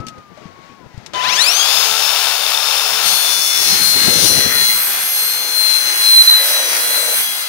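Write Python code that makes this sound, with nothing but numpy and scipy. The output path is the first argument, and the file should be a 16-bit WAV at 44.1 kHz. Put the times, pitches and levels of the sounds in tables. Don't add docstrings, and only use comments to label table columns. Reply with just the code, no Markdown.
import sys
import numpy as np
from scipy import signal
from scipy.fft import rfft, irfft
from scipy.io import wavfile
from scipy.ndimage import uniform_filter1d

SR = 44100
rng = np.random.default_rng(int(sys.argv[2]) if len(sys.argv) > 2 else 0)


def master_out(mix):
    frames = np.transpose(np.atleast_2d(mix))
    ceiling = np.clip(frames, -1, 1)
    pcm = np.round(ceiling * 32767).astype(np.int16)
    wavfile.write(sys.argv[1], SR, pcm)


def magnitude_from_level(level_db):
    exponent = np.asarray(level_db, float) / 20
    return 10 ** exponent


N = 329991
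T = np.arange(N) / SR
EARS = np.array([[.5], [-.5]])

PINION_TEETH, WHEEL_TEETH, BLADE_TEETH = 8, 49, 60
TRIGGER_S, TOUCH_S = 1.134, 3.01
FREE_SHAFT_HZ = 444.3
DRIVE_HZ = 1010.5

# [f/Hz, density/dB per Hz]
GARDEN_COLOUR = [(120, -23), (200, -2), (366, -16.5), (548, -10), (1020, -3), (1100, -12), (1270, -3),
                 (2170, -15.5), (2610, -22), (6280, -28), (16000, -57.5)]
# [f/Hz, level/dB]
GARDEN_SIDE = [(60, 11.5), (110, 9), (200, 11), (380, 22), (700, 17), (1290, 4), (2380, 31), (4400, 33),
               (8120, 26.5), (15000, 21)]
# [t/s, f/Hz, level/dB, octave level/dB]
FAR_WHINE = [
    (0.0, 1280, -40, -65),
    (0.03, 1302, -37.5, -68),
    (0.346, 1170, -53, -71),
    (0.5, 1098, -49, -65),
    (0.764, 1116, -50, -64),
    (0.86, 953, -51, -73),
    (0.878, 1052, -57, -73),
    (0.95, 954, -59, -62),
]
# [t/s, peak/dB, ring f/Hz, treble/dB, left minus right/dB]
KNOCKS = [(0.002, -22, 115, -24, 15), (0.067, -29.5, 233, -5, 15), (0.083, -37, 172, 4.5, 16),
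          (0.181, -41.5, 102, -11, 19), (0.375, -36.5, 611, -18, 19), (0.456, -30, 175, -37, 13),
          (0.698, -38, 255, -30, 13), (0.861, -37.5, 135, -35, 23), (0.944, -35, 121, -26, 22),
          (0.977, -29, 117, -25, 28), (1.062, -44.5, 890, 7.5, 21), (1.135, -34, 714, -3, 8)]
# [t/s, half length/s, level/dB, left minus right/dB]
GUSTS = [
    (0.0, .07, -30.5, 14),
    (.19, .05, -39, 3),
    (0.436, 0.11, -44, 16),
    (1.05, 0.36, -47, 19),
    (3.074, 0.11, -42, 10),
    (3.75, 0.17, -43.5, 33),
    (4.253, 0.31, -31.5, 36.5),
]
# [multiple of DRIVE_HZ, level/dB]
DRIVE_LINES = [(1, -26), (2, -39.5), (3, -30.5)]
DRIVE_FADE_S = [0.27, 0.43, 0.1]
# [multiple of shaft, level/dB]
SHAFT_LINES = [(1, -19), (2, -12), (3, -13), (6, -11), (9, -16), (10, -7), (11, -6), (13, -12), (15, -8),
               (18, -19), (20, -19), (21, -10), (25, -15), (26, -14), (30, -13), (31, -13)]
# [f/Hz, density/dB per Hz]
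FAN_COLOUR = [(88, -54), (150, -35), (303, -27), (439, -11.5), (821, -2), (888, -3.5), (1390, 0.5),
              (1980, -7.5), (2600, -1.5), (4670, -4.5), (5250, -4), (6910, -2.5), (7620, -9), (9080, -6),
              (16000, -8)]
# [f/Hz, level/dB]
FAN_SIDE = [(60, 4.3), (110, 6.7), (200, 3), (380, 6.1), (700, 10), (1290, 1.3), (2380, 9.3), (4400, 13.2),
            (8120, 3.36), (15000, 2.1)]
# [f/Hz, width/Hz, level/dB]
HOUSING = [(1810, 130, 14.5), (2640, 430, 11), (3430, 220, 14.5), (3900, 420, 17), (5340, 1000, 11),
           (6220, 1400, 18), (10200, 2700, 15.5), (12000, 800, 11)]
# [t/s, tooth pair f/Hz]
LOADED_PAIR_HZ = [(3.0, 2174.9), (3.375, 2147), (3.85, 2103.5), (4.35, 2059.3), (4.55, 2060.1),
                  (4.725, 2052.9), (5.0, 2082), (5.275, 2094.7), (5.5, 2086.3), (5.825, 2055.3),
                  (6.15, 2050.5), (6.4, 2014.2), (6.5, 2008.0), (6.675, 2005.9), (6.875, 2039.0),
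                  (7.025, 2024.8), (7.15, 2031), (7.48, 2028)]
# [t/s, end/s, left/dB, right/dB]
SQUEALS = [(3.02, 3.13, -20.5, -40), (3.17, 3.216, -18.5, -42), (3.26, 3.403, -24, -50),
           (3.51, 3.6, -24.5, -32), (3.706, 3.72, -14.5, -20), (3.825, 4.156, -11.5, -26.5),
           (4.294, 4.447, -12.5, -22), (4.577, 4.702, -11.5, -20), (5.193, 5.5, -19, -28.5),
           (5.586, 5.768, -9.5, -36), (5.88, 5.88, -12.5, -32), (6.004, 6.06, -15, -17),
           (6.078, 6.15, -6.5, -19), (6.179, 6.285, -5, -2), (6.3, 6.355, -7, -13), (6.4, 6.45, -16.5, -21),
           (6.54, 6.58, -15, -19), (6.837, 6.92, -29.5, -23), (6.96, 6.986, -15, -26),
           (7.02, 7.144, -21, -29), (7.348, 7.436, -34, -30)]
# [t/s, length/s, level/dB]
SLIPS = [
    (6.224, 0.05, -11.5),
    (6.288, 0.005, -8),
    (6.304, 0.0053, -10),
    (6.151, .006, -4),
    (5.797, .008, -10),
    (5.622, .005, -6),
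]
# [t/s, end/s, multiple of tooth pair, level/dB]
FLARES = [(3.48, 4.116, 1, -33), (4.5, 4.7, 1, -33), (4.94, 5.207, 1, -34), (5.93, 5.97, 1, -32),
          (6.174, 6.415, 1, -30), (6.664, 6.724, 1, -31), (7.097, 7.42, 1, -35), (3.5, 3.8, 3, -30),
          (4.95, 5.5, 3, -34.5), (5.8, 5.943, 3, -28), (6.205, 6.3, 3, -33), (6.553, 6.695, 3, -29.5),
          (7.052, 7.255, 3, -32), (3.02, 3.22, 4, -28), (3.7, 4.15, 4, -38), (4.78, 4.996, 4, -28),
          (5.15, 5.224, 4, -26), (5.8, 6.15, 4, -36), (6.355, 6.62, 4, -29), (6.8, 7.25, 4, -26),
          (7.396, 7.43, 4, -31.5), (3.7, 4.2, 6, -33), (4.78, 4.855, 6, -21.5), (5.05, 5.28, 6, -22),
          (6.19, 6.463, 6, -25.5), (6.8, 6.95, 6, -29), (7.194, 7.265, 6, -25.5), (7.39, 7.414, 6, -39)]
# [multiple of tooth pair, level over the sixth/dB]
UPPER_LINES = [(5, -6.5), (7, -9)]
# [t/s, end/s, level/dB]
GRIND = [
    (3.08, 3.56, -25.5),
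    (4.45, 4.7, -31),
    (6.0, 6.4, -33.5),
    (7.2, 7.27, -30),
]
# [t/s, feed pressure/dB, blade showing to the left port/dB]
FEED = [(3.0, -1, 16), (3.07, -1, 14), (3.19, -6, 15), (3.69, 2, 9), (4.22, 2, 10.5), (4.55, 2, 9),
        (4.83, 0, 1), (5.4, -3, 6.5), (5.98, 1.5, 3.5), (6.43, 2.5, 1), (6.52, 3.5, 3.5), (7.2, 1, 4),
        (7.28, -8.5, 4), (7.42, -3.5, 3), (7.48, -15, -4)]
# [f/Hz, density/dB per Hz]
KERF_COLOUR = [(88, -32), (150, -15.5), (854, -4), (1170, -5), (1500, 2.5), (2100, 1), (2920, -2.5),
               (3160, -8.5), (3420, -7.5), (6390, -4), (7620, -12), (8400, -0.5), (10200, 0), (14800, -4.5),
               (16000, -3.5)]
# [f/Hz, level/dB]
KERF_SIDE = [(60, 6.0), (110, 8.5), (200, 22), (380, 14.2), (700, 2.4), (1290, 5.3), (2380, 0.58),
             (4400, 13.6), (8120, 2.5), (15000, 0.95)]
# [t/s, end/s, f/Hz, level/dB, left minus right/dB]
RINGS = [
    (3.01, 3.16, 9100, -24, 9),
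    (3.02, 3.13, 5650, -31, 18),
    (3.403, 3.75, 5320, -35, 26),
    (4.12, 4.546, 5640, -32.5, 24),
    (4.1, 4.598, 490, -41.5, 20),
    (4.33, 4.653, 1870, -29, -8),
    (4.685, 4.73, 1960, -20.5, -3),
    (6.384, 7.158, 546, -35.5, 2),
]


def curves(table):
    s, *columns = np.transpose(table)
    return [np.interp(T, s, column) for column in columns]


def unit(x):
    return x / np.sqrt(np.mean(x ** 2))


def shade(x, colour, side):
    log_hz = np.log(np.maximum(np.fft.rfftfreq(N + 9, 1 / SR), 20))
    colour_db, side_db = [np.interp(log_hz, np.log(hz), db) for hz, db in map(np.transpose, (colour, side))]
    spectrum = rfft(x, N + 9) * magnitude_from_level(colour_db + EARS * side_db)
    return unit(irfft(spectrum, N + 9)[:, :N])


def band(x, lo_hz, hi_hz, order=2):
    sos = signal.butter(order, [lo_hz, min(hi_hz, .45 * SR)], "band", fs=SR, output="sos")
    return signal.sosfilt(sos, x)


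def walk(rate_hz):
    k = int(SR / rate_hz)
    steps = np.repeat(rng.standard_normal((2, N // k + 1)), k, axis=1)
    smooth = uniform_filter1d(uniform_filter1d(steps, k), k)
    return 1.43 * smooth[:, :N]


def ports(x, alike):
    alike = np.clip(alike, 0, .99)
    return np.array([x[0], alike * np.roll(x[0], 9) + np.sqrt(1 - alike ** 2) * x[1]])


def air(alike_hz):
    x = rng.standard_normal((2, N))
    low = signal.butter(1, alike_hz, fs=SR, output="sos")
    right = ports(x, 0.18)[1]
    return np.array([x[0], right + signal.sosfilt(low, x[0] - right)])


def line(turns, hz, wander_db, rate_hz):
    phase = 2 * np.pi * turns + .5 * walk(rate_hz) + 6 * rng.random((2, 1))
    return np.sqrt(2) * np.sin(phase) * magnitude_from_level(wander_db * walk(rate_hz)) * (hz < 16200)


def held(rows, rest_db, rise_db_s, fall_db_s):
    levels_db = [rest_db + 0 * T]
    for s, end, db in rows:
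        levels_db.append(db - rise_db_s * np.maximum(s - T, 0) - fall_db_s * np.maximum(T - end, 0))
    return magnitude_from_level(np.max(levels_db, axis=0))


def garden():
    hz, db, octave_db = curves(FAR_WHINE)
    turns = np.cumsum(hz) / SR
    far = magnitude_from_level(db + 1.0) * line(turns, hz, 0.89, 24) + magnitude_from_level(octave_db) * line(2 * turns, hz, 3.3, 8.9)
    far = far * np.clip((.98 - T) / .05, 0, 1) * magnitude_from_level(EARS * 7.5)
    still_air = magnitude_from_level(-46.5 + 2.5 * walk(8.2)) * shade(air(700.), GARDEN_COLOUR, GARDEN_SIDE)
    hiss = magnitude_from_level(-67 + EARS * 12) * band(rng.standard_normal((2, N)), 9000, 19000)
    return far + still_air + hiss


def knocks():
    out, t = np.zeros((2, N)), np.arange(SR // 8) / SR
    t60_s = 0.056
    fall = np.exp(-np.log(1000) * t / t60_s)
    for s, db, hz, treble_db, side_db in KNOCKS:
        grit = band(rng.standard_normal((2, len(t))), 1800, 6250)
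        hit = fall * (np.sin(2 * np.pi * hz * t) + magnitude_from_level(treble_db + 8.0) * grit)
        start = int(s * SR)
        out[:, start:start + len(t)] += hit * magnitude_from_level(db + EARS * side_db)
    return out


def blast():
    breeze_db, calm_s = -46, 7.2
    gain = magnitude_from_level(breeze_db + EARS * 9.4 - 110 * np.maximum(T - calm_s, 0))
    for s, half_s, db, side_db in GUSTS:
        gain = gain + magnitude_from_level(db + EARS * side_db) * np.exp(-((T - s) / half_s) ** 2)
    rough = rng.standard_normal((2, N)) * magnitude_from_level(3.3 * walk(40))
    buffet = band(band(rough, 48, 1800), 94, 335, order=1)
    return unit(buffet) * magnitude_from_level(-6.5) * gain


def drive():
    t = np.maximum(T - TRIGGER_S, 0)
    out = 0
    for (k, db), fade_s in zip(DRIVE_LINES, DRIVE_FADE_S):
        envelope = np.clip(t / 0.028, 0, 1) * np.exp(-(t / fade_s) ** 4)
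        out = out + magnitude_from_level(db + EARS * 17.2) * envelope * line(k * DRIVE_HZ * T, DRIVE_HZ, 0.57, 16)
    return out


def run_up():
    start_hz, gain_hz_s, surge_hz_s2 = 32, 483, 1011
    ramp_s, settle_s = .354, .104
    t = np.clip(T - TRIGGER_S, 0, ramp_s)
    ramp_hz = start_hz + gain_hz_s * t + surge_hz_s2 * t ** 2
    lag = np.exp(-np.maximum(T - TRIGGER_S - ramp_s, 0) / settle_s)
    return FREE_SHAFT_HZ - (FREE_SHAFT_HZ - ramp_hz) * lag


def housing(hz):
    peaks = sum(magnitude_from_level(db) / (1 + (2 * (hz - f) / width) ** 2) for f, width, db in HOUSING)
    return 0.2 + 0.27 / (1 + (hz / 1100) ** 4) + peaks / 3


def fan_tilt(hz):
    return magnitude_from_level(EARS * np.interp(hz, *np.transpose(FAN_SIDE)))


def motor(shaft_hz):
    decades = np.log10(shaft_hz / FREE_SHAFT_HZ)
    turns = np.cumsum(shaft_hz) / SR
    wheel = turns * PINION_TEETH / WHEEL_TEETH
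    runout = np.cos(2 * np.pi * wheel)
    push = np.maximum(np.gradient(shaft_hz) * SR / 900, 0) * (T < TOUCH_S)

    fan = shade(air(1450.0), FAN_COLOUR, FAN_SIDE) * (1 + 0.11 * runout) * magnitude_from_level(1.13 * walk(9))
    out = magnitude_from_level(-17 + 3 * decades) * band(fan, 78, 5700, order=3)
    out = out + magnitude_from_level(-18 + 19 * decades) * band(fan, 8500, 16600, order=3)

    tones = 0
    for k, db in SHAFT_LINES + [(12, 0.9)]:
        hz = k * shaft_hz
        tones = tones + magnitude_from_level(db) * fan_tilt(hz) * line(k * turns, hz, 2.4, 8)
    pole_db = -30.5 + 12 * decades + 4.8 * np.exp(-((T - 1.8) / 0.34) ** 2)

    mesh = 0
    for k, db in [(1, 2.5), (2, 1), (3, -1.5), (4, -4.0), (5, -8)]:
        order = k * PINION_TEETH
        hz = order * shaft_hz
        mesh = mesh + magnitude_from_level(db) * fan_tilt(hz) * housing(hz) * line(order * turns, hz, 2.2, 40)
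    mesh_db = -30 + 12 * np.log10(push + .025)

    beat = np.diff(np.floor(wheel), prepend=0) * (1 + .5 * np.cos(np.pi * np.floor(wheel)))
    hits = (beat + 0.3 * (rng.random(N) < 200 / SR)) * magnitude_from_level(4.2 * rng.standard_normal(N))
    rattle = unit(band(hits, 3500, 3700)) * fan_tilt(3600.)
    rattle_db = -30.5 - 17 * np.clip(np.maximum(0.46 * push, (T - TOUCH_S) / 0.1), 0, 1)

    out = out + magnitude_from_level(pole_db) * tones + magnitude_from_level(mesh_db) * mesh * (1 + 0.21 * runout) + magnitude_from_level(rattle_db) * rattle
    return out * magnitude_from_level(EARS * 5.5)


def teeth(pair_hz):
    turns = np.cumsum(pair_hz) / SR
    wobble = 1 + 0.18 * np.cos(2 * np.pi * turns * 2 / BLADE_TEETH)

    def flare(k):
        rows = [(s, end, db) for s, end, multiple, db in FLARES if round(multiple) == k]
        return held(rows, -40.5, 94, 70)

    sixth = flare(6)
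    gains = [(k, flare(k)) for k in (1, 3, 4)] + [(6, sixth)]
    gains += [(2 * WHEEL_TEETH / BLADE_TEETH, magnitude_from_level(1.0) * held(GRIND, -35.5, 69, 42))]
    gains += [(round(k), sixth * magnitude_from_level(db)) for k, db in UPPER_LINES]
    overtones = sum(g * magnitude_from_level(1.5 + EARS * 3) * line(k * turns, k * pair_hz, 1.2, 14) for k, g in gains)

    slip_db = 0
    for s, length_s, db in SLIPS:
        slip_db = slip_db + db * np.clip(np.minimum(T - s, s + length_s - T) / 0.0019 + .5, 0, 1)
    rows = np.array(SQUEALS)
    left = held(rows[:, [0, 1, 2]], -28.5, 130, 107)
    right = held(rows[:, [0, 1, 3]], -36, 136, 123)
    tooth = np.array([left, right]) * magnitude_from_level(slip_db) * line(2 * turns, 2 * pair_hz, 0.12, 45)
    return wobble * (tooth + overtones)


def blade_force(blade_hz):
    turns = np.cumsum(blade_hz) / SR
    slow = turns / 14
    uneven = magnitude_from_level(np.linspace(1, 5, 236)[:, None] * rng.standard_normal((2, 60, 236, 1)))
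    orders = rng.standard_normal((2, 60, 236, 2)) * uneven
    pattern = irfft(orders[..., 0] + 1j * orders[..., 1], 4096)
    row, place = slow.astype(int), ((turns % 1) * 4096).astype(int)
    blend = (slow - row) * np.pi / 2
    again = pattern[:, row, place] * np.cos(blend) + pattern[:, row + 1, place] * np.sin(blend)
    chips = unit(air(500.0) * magnitude_from_level(2 * walk(300)))
    return 0.74 * unit(ports(again, 0.13)) + .6 * chips


def scrape(blade_hz):
    feed_db, side_db = curves(FEED)
    force = blade_force(blade_hz)
    x = shade(force, KERF_COLOUR, KERF_SIDE)
    parts = [(feed_db - 21, 300, 800),
             (feed_db - 19.5 - 0.11 * side_db, 900, 2700),
             (feed_db - 19.5 + 0.7 * side_db, 3200, 6700),
             (0.59 * feed_db - 17.5, 8000, 19000)]
    out = sum(magnitude_from_level(db + 1.86 * walk(14)) * band(x, lo, hi, order=3) for db, lo, hi in parts)
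    out = out * magnitude_from_level(EARS * (side_db - 6.0))
    for s, end, hz, db, ring_side_db in RINGS:
        half_hz = (110 + 0.074 * hz) / 2
        touch = np.clip(np.minimum(T - s, end - T) / 0.022, 0, 1)
        ring = unit(band(force, hz - half_hz, hz + half_hz))
        out = out + touch * magnitude_from_level(db + EARS * ring_side_db + 2 * walk(12)) * ring
    return out


def scene():
    pair_hz = curves(LOADED_PAIR_HZ)[0]
    blade_hz = pair_hz * 2 / BLADE_TEETH
    shaft_hz = np.where(T < TOUCH_S, run_up(), blade_hz * WHEEL_TEETH / PINION_TEETH)

    since_trigger, since_touch = np.maximum(T - TRIGGER_S, 0), np.maximum(T - TOUCH_S, 0)
    rise_db = -5 * np.exp(-since_trigger / 0.1)
    buried_db = -11.5 * (1 - np.exp(-since_touch / 0.5))
    running = np.clip((T - TRIGGER_S) / 0.00081, 0, 1) * magnitude_from_level(rise_db + buried_db)
    cutting = np.clip((T - TOUCH_S) / .07, 0, 1)

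    background = garden() + knocks() + blast()
    saw = drive() + running * motor(shaft_hz)
    return background + saw + cutting * (teeth(pair_hz) + scrape(blade_hz))


def roll_off(x):
    return signal.sosfilt(signal.butter(12, 16370, fs=SR, output="sos"), x)


def record(dry):
    top = signal.ellip(10, .2, 60, 15700, fs=SR, output="sos")
    mix = np.clip(signal.sosfilt(top, dry), -1, 1)
    return roll_off(mix)


dry = scene()
out = record(dry)
master_out(out)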